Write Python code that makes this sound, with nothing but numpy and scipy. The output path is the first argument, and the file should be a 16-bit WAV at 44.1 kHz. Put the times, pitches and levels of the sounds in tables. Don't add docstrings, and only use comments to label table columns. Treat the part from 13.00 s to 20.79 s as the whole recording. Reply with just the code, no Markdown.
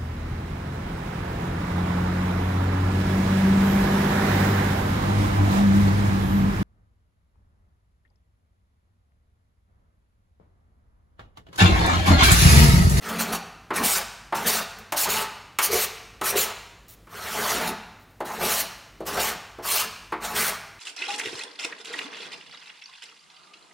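import sys
import numpy as np
from scipy import signal
from scipy.fft import rfft, irfft
from scipy.io import wavfile
from scipy.ndimage import uniform_filter1d

SR = 44100
rng = np.random.default_rng(int(sys.argv[2]) if len(sys.argv) > 2 else 0)


def store_wav(level_fs):
    pcm = np.round(np.clip(np.atleast_2d(level_fs), -1, 1) * 32767)
    wavfile.write(sys.argv[1], SR, pcm.T.astype(np.int16))


N = 343539
TIME = np.arange(N) / SR
HZ = np.fft.rfftfreq(8192, 1 / SR)


def gain_of(db):
    return 10 ** (np.asarray(db) / 20)


def unit_rms(x):
    return x / np.sqrt(np.mean(x ** 2) + 1e-20)


def curve(points, hz):
    f, value = np.transpose(points)
    return np.interp(np.log(hz + 1), np.log(f), value)


def add(mix, start_s, sound):
    part = mix[max(round(start_s * SR), 0):][:len(sound)]
    part += sound[:len(part)]


def colour(x, gain):
    cepstrum = irfft(np.log(np.maximum(gain / gain.max(), 1e-5)))
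    half = len(HZ) - 1
    cepstrum[1:half] *= 2
    cepstrum[half + 1:] = 0
    taps = irfft(np.exp(rfft(cepstrum)))[:half]
    return signal.oaconvolve(x, taps / np.linalg.norm(taps))[:len(x)]


def wander(per_s):
    knots = rng.standard_normal(N)
    return unit_rms(np.interp(TIME * per_s, np.arange(N), knots))


def grains(per_s, spread_db):
    size = gain_of(spread_db * np.minimum(rng.exponential(1, N), 4))
    return unit_rms(size * rng.choice([-1, 1], N) * (rng.random(N) < per_s / SR))


def background():
    # f/Hz, density/dB
    air_spectrum = [(20, -25), (35, -20), (48, 5), (65, -6.5), (100, -6.5), (140, -8.5), (300, -13.5),
                    (1000, -22.5), (4000, -33), (16000, -41.5)]
    # f/Hz, level/dB
    hum_tones = [(48.6, -73), (101, -63.5)]
    air = gain_of(-54.5) * colour(rng.standard_normal(N), gain_of(curve(air_spectrum, HZ)))
    hum = sum(gain_of(db) * np.sqrt(2) * np.sin(2 * np.pi * hz * TIME + 0.96 * wander(per_s=4.5))
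              for hz, db in hum_tones)
    return air + hum


def blade():
    # f/Hz, width/Hz, gain/dB
    peaks = [(520, 70, 1), (670, 7.1, 8), (829, 56, 1), (882, 9.4, 7.5), (1184, 22, 2), (1295.5, 6.1, 2),
             (1296, 12, 6), (3476, 17.7, 2.5), (4850, 450, -3.5), (6920, 510, 1), (7790, 300, -4),
             (8150, 580, 0.5), (10350, 290, -8), (10560, 200, 3.5), (11520, 250, 1.5)]
    return gain_of(sum(db * np.exp(-2 * ((HZ - hz) / width_hz) ** 2) for hz, width_hz, db in peaks))


def at_edge(x, spectrum):
    return colour(x, gain_of(curve(spectrum, HZ)) * blade())


def push(length_s, rise_s, drift_db, release_s):
    t = np.arange(0, length_s + 10 * release_s, 1 / SR)
    held = gain_of(np.interp(t, [min(rise_s, length_s), length_s], [0, drift_db]))
    return np.minimum(t / rise_s, 1) * held * np.exp(-np.maximum(t - length_s, 0) / release_s)


def contact():
    # t/s, length/s, rise/s, drag/dB, tear/dB, flex/dB, ring/dB
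    strokes = [ (0.0, .37, 0.064, -33.5, -45.5, -41, -43.5), (0.732, 0.29, .012, -33, -43, -54, -44),
               (1.338, 0.29, 0.019, -32, -42, -41.5, -44), (1.942, 0.31, 0.017, -38, -48, -66, -52),
               (2.601, .255, 0.0092, -36.5, -49, -52, -59), (3.227, 0.28, 0.013, -33, -50, -49, -48),
               (4.083, 0.614, 0.25, -31, -38.5, -48, -44), (5.245, 0.408, 0.014, -38, -45.5, -46, -50),
               (6.048, 0.28, 0.033, -33.5, -40.5, -45, -39.5), (6.621, 0.23, 0.029, -34, -37.5, -52, -50.5),
               (7.201, 0.35, 0.034, -35, -43, -46.5, -49.5)]
    # t/s, length/s, rise/s, tear/dB, drag/dB, drift/dB
    bites = [ (0.081, .02, .01, -36.5, -35, 0), (0.184, 0.04, 0.015, -28, -26, -2.5),
             (0.318, 0.038, 0.011, -31, -30.5, -1.5), (0.751, 0.04, .014, -29.5, -38, -3),
             (0.825, .158, 0.028, -21, -34, -4.5), (1.344, 0.026, .012, -35, -43, 2),
             (1.457, 0.073, 0.02, -19, -41, -11), (1.522, 0.067, .012, -24, -34, -5),
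             (1.961, .085, 0.019, -20.5, -43, -2.5), (2.086, 0.14, 0.013, -25, -46, -7.5),
             (2.606, 0.055, 0.03, -20, -50, -2.5), (2.707, 0.14, .014, -25, -30.5, -0.5),
             (3.227, 0.081, 0.039, -24.5, -47, -1.5), (3.354, 0.096, 0.022, -21, -36, -6),
             (4.288, 0.29, 0.23, -30.5, -30.5, -7), (4.67, 0.018, 0.0088, -29.5, -26, -8),
             (5.391, 0.14, 0.043, -30, -30.5, 1), (5.471, 0.14, 0.046, -27.5, -35.5, 2),
             (6.063, 0.038, .003, -32.5, -43, -5), (6.189, 0.11, .016, -27, -32, -3.5),
             (6.634, 0.18, 0.095, -23.5, -38.5, -2), (7.233, 0.028, 0.018, -33.5, -28, -3),
             (7.345, .15, 0.019, -25.5, -33.5, -1)]
    # peak t/s, half length/s, drag/dB, flex/dB, ring/dB
    snags = [ (0.133, 0.021, -33.5, -32.5, -40), (0.193, 0.021, -36, -28, -52),
             (0.246, 0.014, -36, -33, -48), (0.323, 0.037, -48, -34.5, -36), (0.77, 0.016, -29.5, -39, -45),
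             (0.825, 0.018, -31.5, -22, -31.5), (1.474, 0.019, -30, -32.5, -29),
             (1.554, 0.012, -35, -48, -36), (1.8, 0.027, -53, -50, -53), (2.083, 0.016, -27, -39, -35.5),
             (2.165, 0.055, -31, -41, -36.5), (2.744, 0.022, -43, -39.5, -21),
             (3.367, 0.025, -45, -45, -25), (4.157, .016, -61, -51, -47), (4.4, .03, -46, -38, -35),
             (4.568, 0.033, -30, -37, -34), (4.656, 0.037, -36, -37, -40), (4.709, .02, -36, -30, -37),
             (5.449, 0.032, -31.5, -34.5, -29.5), (6.132, .016, -34, -38, -45),
             (6.189, 0.017, -23.5, -44, -27.5), (6.355, .016, -50, -45, -55), (6.74, 0.019, -38, -55, -39),
             (6.86, 0.024, -52, -48, -45), (7.385, 0.032, -31.5, -39.5, -34.5)]
    power = np.zeros((N, 4))
    for start_s, length_s, rise_s, drag_db, tear_db, flex_db, ring_db in strokes:
        pressure = push(length_s, rise_s, drift_db=-1, release_s=0.012)
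        add(power, start_s, np.outer(pressure, gain_of([tear_db, drag_db, flex_db, ring_db])) ** 2)
    for start_s, length_s, rise_s, tear_db, drag_db, drift_db in bites:
        depth = push(length_s, rise_s, drift_db, release_s=0.01)
        add(power[:, :2], start_s, np.outer(depth, gain_of([tear_db, drag_db])) ** 2)
    for peak_s, half_s, drag_db, flex_db, ring_db in snags:
        t = np.arange(-5 * half_s, 5 * half_s, 1 / SR)
        strain = (1 + (t / (2 * half_s)) ** 2) ** -2
        add(power[:, 1:], peak_s + t[0], np.outer(strain, gain_of([drag_db, flex_db, ring_db])) ** 2)
    return np.sqrt(power.T)


def patches(x, width_hz, length_s, depth_db):
    z = signal.stft(x, SR, nperseg=256, noverlap=192)[2]
    field = rng.standard_normal(z.shape[::-1]).T
    for size, axis in [(width_hz * 256 / SR, 0), (length_s * SR / 64, 1)] * 2:
        field = uniform_filter1d(field, int(size) + 1, axis)
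    gain = unit_rms(gain_of(depth_db * unit_rms(field)))
    return signal.istft(z * gain, SR, nperseg=256, noverlap=192)[1][:N]


def slips(modes, per_s, steady_s):
    gain = sum(gain_of(db) / (1 + ((HZ - hz) / width_hz) ** 2) ** 1.195 for hz, width_hz, db in modes)
    ring = colour(grains(per_s, spread_db=3.5), gain)
    power = abs(uniform_filter1d(ring ** 2, int(steady_s * SR) + 1))
    return ring / np.sqrt(power + 1e-9)


def scraping():
    # f/Hz, density/dB
    tear_spectrum = [(1000, -42), (2700, -23), (4500, 1.5), (6500, -0.5), (9500, 1.5), (13000, 2),
                     (15800, 0.5)]
    rasp_spectrum = [(300, -28), (700, -13), (1400, -5), (2700, 0), (3500, -3.5), (4500, -1.5), (6500, -7),
                     (9500, -10.5), (16000, -18)]
    drag_spectrum = [(200, -30.5), (450, -9.5), (620, -1), (850, -1), (1300, 0.5), (1700, -2),
                     (2600, -11.5), (4000, -21.5), (8000, -27), (16000, -31)]
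    # f/Hz, width/Hz, gain/dB
    flex_modes = [(174.2, 14, -4.5), (222, 11.3, -4), (281, 33, -15.5)]
    ring_modes = [(368, 15, -11.5), (407.3, 8.3, 1.5), (446.4, 32.5, -1), (538, 48, -14), (730, 11, -5.5)]
    heave_modes = [(71.4, 22, 0), (101, 27, -2)]
    tear, drag, flex, ring = contact()
    judder = wander(per_s=200)
    snaps = tear * grains(per_s=9000, spread_db=-0.5) * unit_rms(gain_of(judder))
    rasps = np.sqrt(tear * drag) * grains(per_s=7000, spread_db=2.0) * unit_rms(gain_of(0.43 * judder))
    rubs = drag * grains(per_s=4000, spread_db=1.5) * unit_rms(gain_of(0.2 * judder))
    edge = gain_of(0.24) * at_edge(snaps, tear_spectrum)
    edge += gain_of(-1.0) * at_edge(rasps, rasp_spectrum)
    edge += gain_of(-2.0) * at_edge(rubs, drag_spectrum)
    edge = patches(edge, width_hz=330, length_s=0.023, depth_db=3.0)
    sheet = gain_of(-1.5) * flex * slips(flex_modes, per_s=900, steady_s=0.084)
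    sheet += gain_of(-1.0) * ring * slips(ring_modes, per_s=900, steady_s=0.091)
    sheet += gain_of(-18.5) * np.sqrt(ring * drag) * slips(heave_modes, per_s=730, steady_s=0.021)
    return edge + sheet


def ringing(hz, gain, t60_s, rise_s):
    t = np.arange(SR // 3) / SR
    phase = rng.uniform(0, 2 * np.pi, (len(hz), 1))
    tone = gain @ np.sin(2 * np.pi * np.outer(hz, t) + phase) * np.sqrt(2) / np.linalg.norm(gain)
    return tone * gain_of(-60 * t / t60_s) * (1 - np.exp(-t / rise_s))


def tick(t60_s, rise_s):
    t = np.arange(SR // 4) / SR
    crack = rng.choice([-1, 1], len(t)) * gain_of(-60 * t / t60_s) * (1 - np.exp(-t / rise_s))
    return at_edge(crack, [(800, -10), (2200, 10.5), (4000, -1), (9000, 1), (16000, -6.5)])


def landings():
    # t/s, knock/dB, knock f/Hz, thud/dB, tick/dB, knock t60/s
    impacts = [(0.705, -17.5, 1100, -26, -48, 0.14), (1.324, -14, 904, -30.5, -47, 0.17),
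               (1.922, -20, 845, -34.5, -26, 0.25), (2.587, -13.5, 1250, -36.5, -20.5, 0.12),
               (3.213, -17.5, 1050, -29, -32.5, 0.11), (4.07, -43, 1240, -54, -62, .16),
               (5.204, -21.5, 810, -31, -45, .16), (6.004, -28, 625, -31, -53, 0.2),
               (6.585, -31.5, 820, -35, -60, 0.19), (7.122, -18.5, 1040, -29, -47, 0.17)]
    # f/Hz, gain/dB
    knock_spectrum = [(250, -31), (520, -11), (750, 1.5), (1000, 4.5), (1300, -1), (1550, -6.5),
                      (2000, -7.5), (3000, -20.5), (6000, -27), (14000, -36)]
    thud_spectrum = [(120, -9.5), (200, -7.5), (400, 2.5), (520, -2), (700, -18), (1500, -39)]
    reference_hz, spacing_hz = 1000, 61.83
    order = np.arange(2, 85)
    out = np.zeros(N)
    for start_s, knock_db, knock_hz, thud_db, tick_db, t60_s in impacts:
        mode_hz = spacing_hz * (order + rng.uniform(-0.28, 0.32, len(order)))
        knock_gain = gain_of(curve(knock_spectrum, mode_hz * reference_hz / knock_hz))
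        knock_gain *= np.interp(mode_hz, HZ, blade())
        knock = ringing(mode_hz, knock_gain, t60_s, rise_s=0.002)
        low_hz = mode_hz[:16]
        thud = ringing(low_hz, gain_of(curve(thud_spectrum, low_hz)), t60_s=0.26, rise_s=0.0011)
        add(out, start_s, gain_of(knock_db - 4.0) * knock)
        add(out, start_s, gain_of(thud_db - 2.5) * thud)
        add(out, start_s, gain_of(tick_db + 4.0) * tick(t60_s=0.07, rise_s=0.00011))
    return out


def squeaks(width_hz, width_share):
    # t/s, length/s, first f/Hz, last f/Hz, level/dB
    glides = [(0.761, 0.01, 10300, 10050, -28.5), (0.758, 0.13, 1300, 649, -33),
              (0.909, 0.04, 8200, 8350, -31), (0.914, 0.078, 5320, 4640, -37.5),
              (1.364, 0.069, 934, 818, -37), (2.046, 0.055, 725, 1407, -32.5), (4.6, 0.08, 954, 840, -36),
              (5.285, 0.076, 1075, 747, -37.5), (6.675, .06, 1149, 1017, -37)]
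    out = np.zeros(N)
    for start_s, length_s, from_hz, to_hz, db in glides:
        count = int(length_s * SR)
        carrier = np.exp(2j * np.pi * np.cumsum(np.geomspace(from_hz, to_hz, count)) / SR)
        lowpass = signal.butter(2, (width_hz + width_share * from_hz) / 2, fs=SR)
        grip = signal.lfilter(*lowpass, rng.standard_normal((SR // 4, 2)) @ [1, 1j])[-count:]
        squeak = (carrier * grip).real * signal.windows.tukey(count, .5)
        add(out, start_s, gain_of(db) * unit_rms(squeak))
    return out


def crumbs():
    # t/s, length/s, relative level/dB
    crackles = [(1.787, 0.015, -45), (3.884, 0.063, -44.5), (4.997, .045, -64), (5.106, .008, -62)]
    level = np.zeros(N)
    for start_s, length_s, db in crackles:
        corners_s = [start_s - .002, start_s, start_s + length_s, start_s + length_s + .005]
        level += gain_of(db) * np.interp(TIME, corners_s, [0, 0.94, 0.54, 0.022])
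    clicks = level * grains(per_s=4000, spread_db=2.5)
    return at_edge(clicks, [(1000, -12), (4000, -1.5), (10000, -1), (16000, 4.5)])


def echoes(count, per_s=5000):
    return rng.choice([-1., 1.], count) * (rng.random(count) < per_s / SR)


def walls():
    # f/Hz, t60/s
    decay = [(100, 0.97), (260, 0.47), (700, 1), (1800, 1.0), (4800, 0.87), (8000, 0.76), (13000, 0.57),
             (16000, 0.55)]
    # f/Hz, gain/dB
    reflection = [(150, 1.5), (400, -1.5), (1000, 2), (2500, 3.4), (6000, 0), (10000, -6.5), (16000, -7.5)]
    onset = np.clip((TIME[:SR] - .006) / 0.01, 0, 1)
    hz, frame_s, z = signal.stft(echoes(SR) * onset, SR, nperseg=256)
    z = z * gain_of(curve(reflection, hz)[:, None] - 60 * frame_s / curve(decay, hz)[:, None])
    tail = signal.istft(z, SR, nperseg=256)[1][:SR]
    return tail / np.linalg.norm(tail)


def workshop(x, early_db, late_db, early_decay_s, crossfade_hz):
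    t = np.arange(SR // 4) / SR
    near = echoes(len(t)) * (t > .002) * np.exp(-t / early_decay_s)
    out = x + gain_of(early_db) * signal.oaconvolve(x, near / np.linalg.norm(near))[:N]
    for phase in np.arange(3) / 3:
        share = np.cos(2 * np.pi * (crossfade_hz * TIME + phase)) * np.sqrt(2 / 3)
        out += gain_of(late_db) * signal.fftconvolve(x * share, walls())[:N]
    return out


def scene():
    work = gain_of(-0.02) * (scraping() + squeaks(width_hz=186, width_share=0.038) + landings() + crumbs())
    mono = workshop(work, early_db=-9.5, late_db=-11.5, early_decay_s=0.015, crossfade_hz=4)
    mono += background()
    return np.array([mono, mono])


def record(dry):
    taps = signal.firwin(401, 15900, window=("kaiser", 9), fs=SR)
    return signal.oaconvolve(dry, taps[None], "same")


dry = scene()
out = record(dry)
store_wav(out)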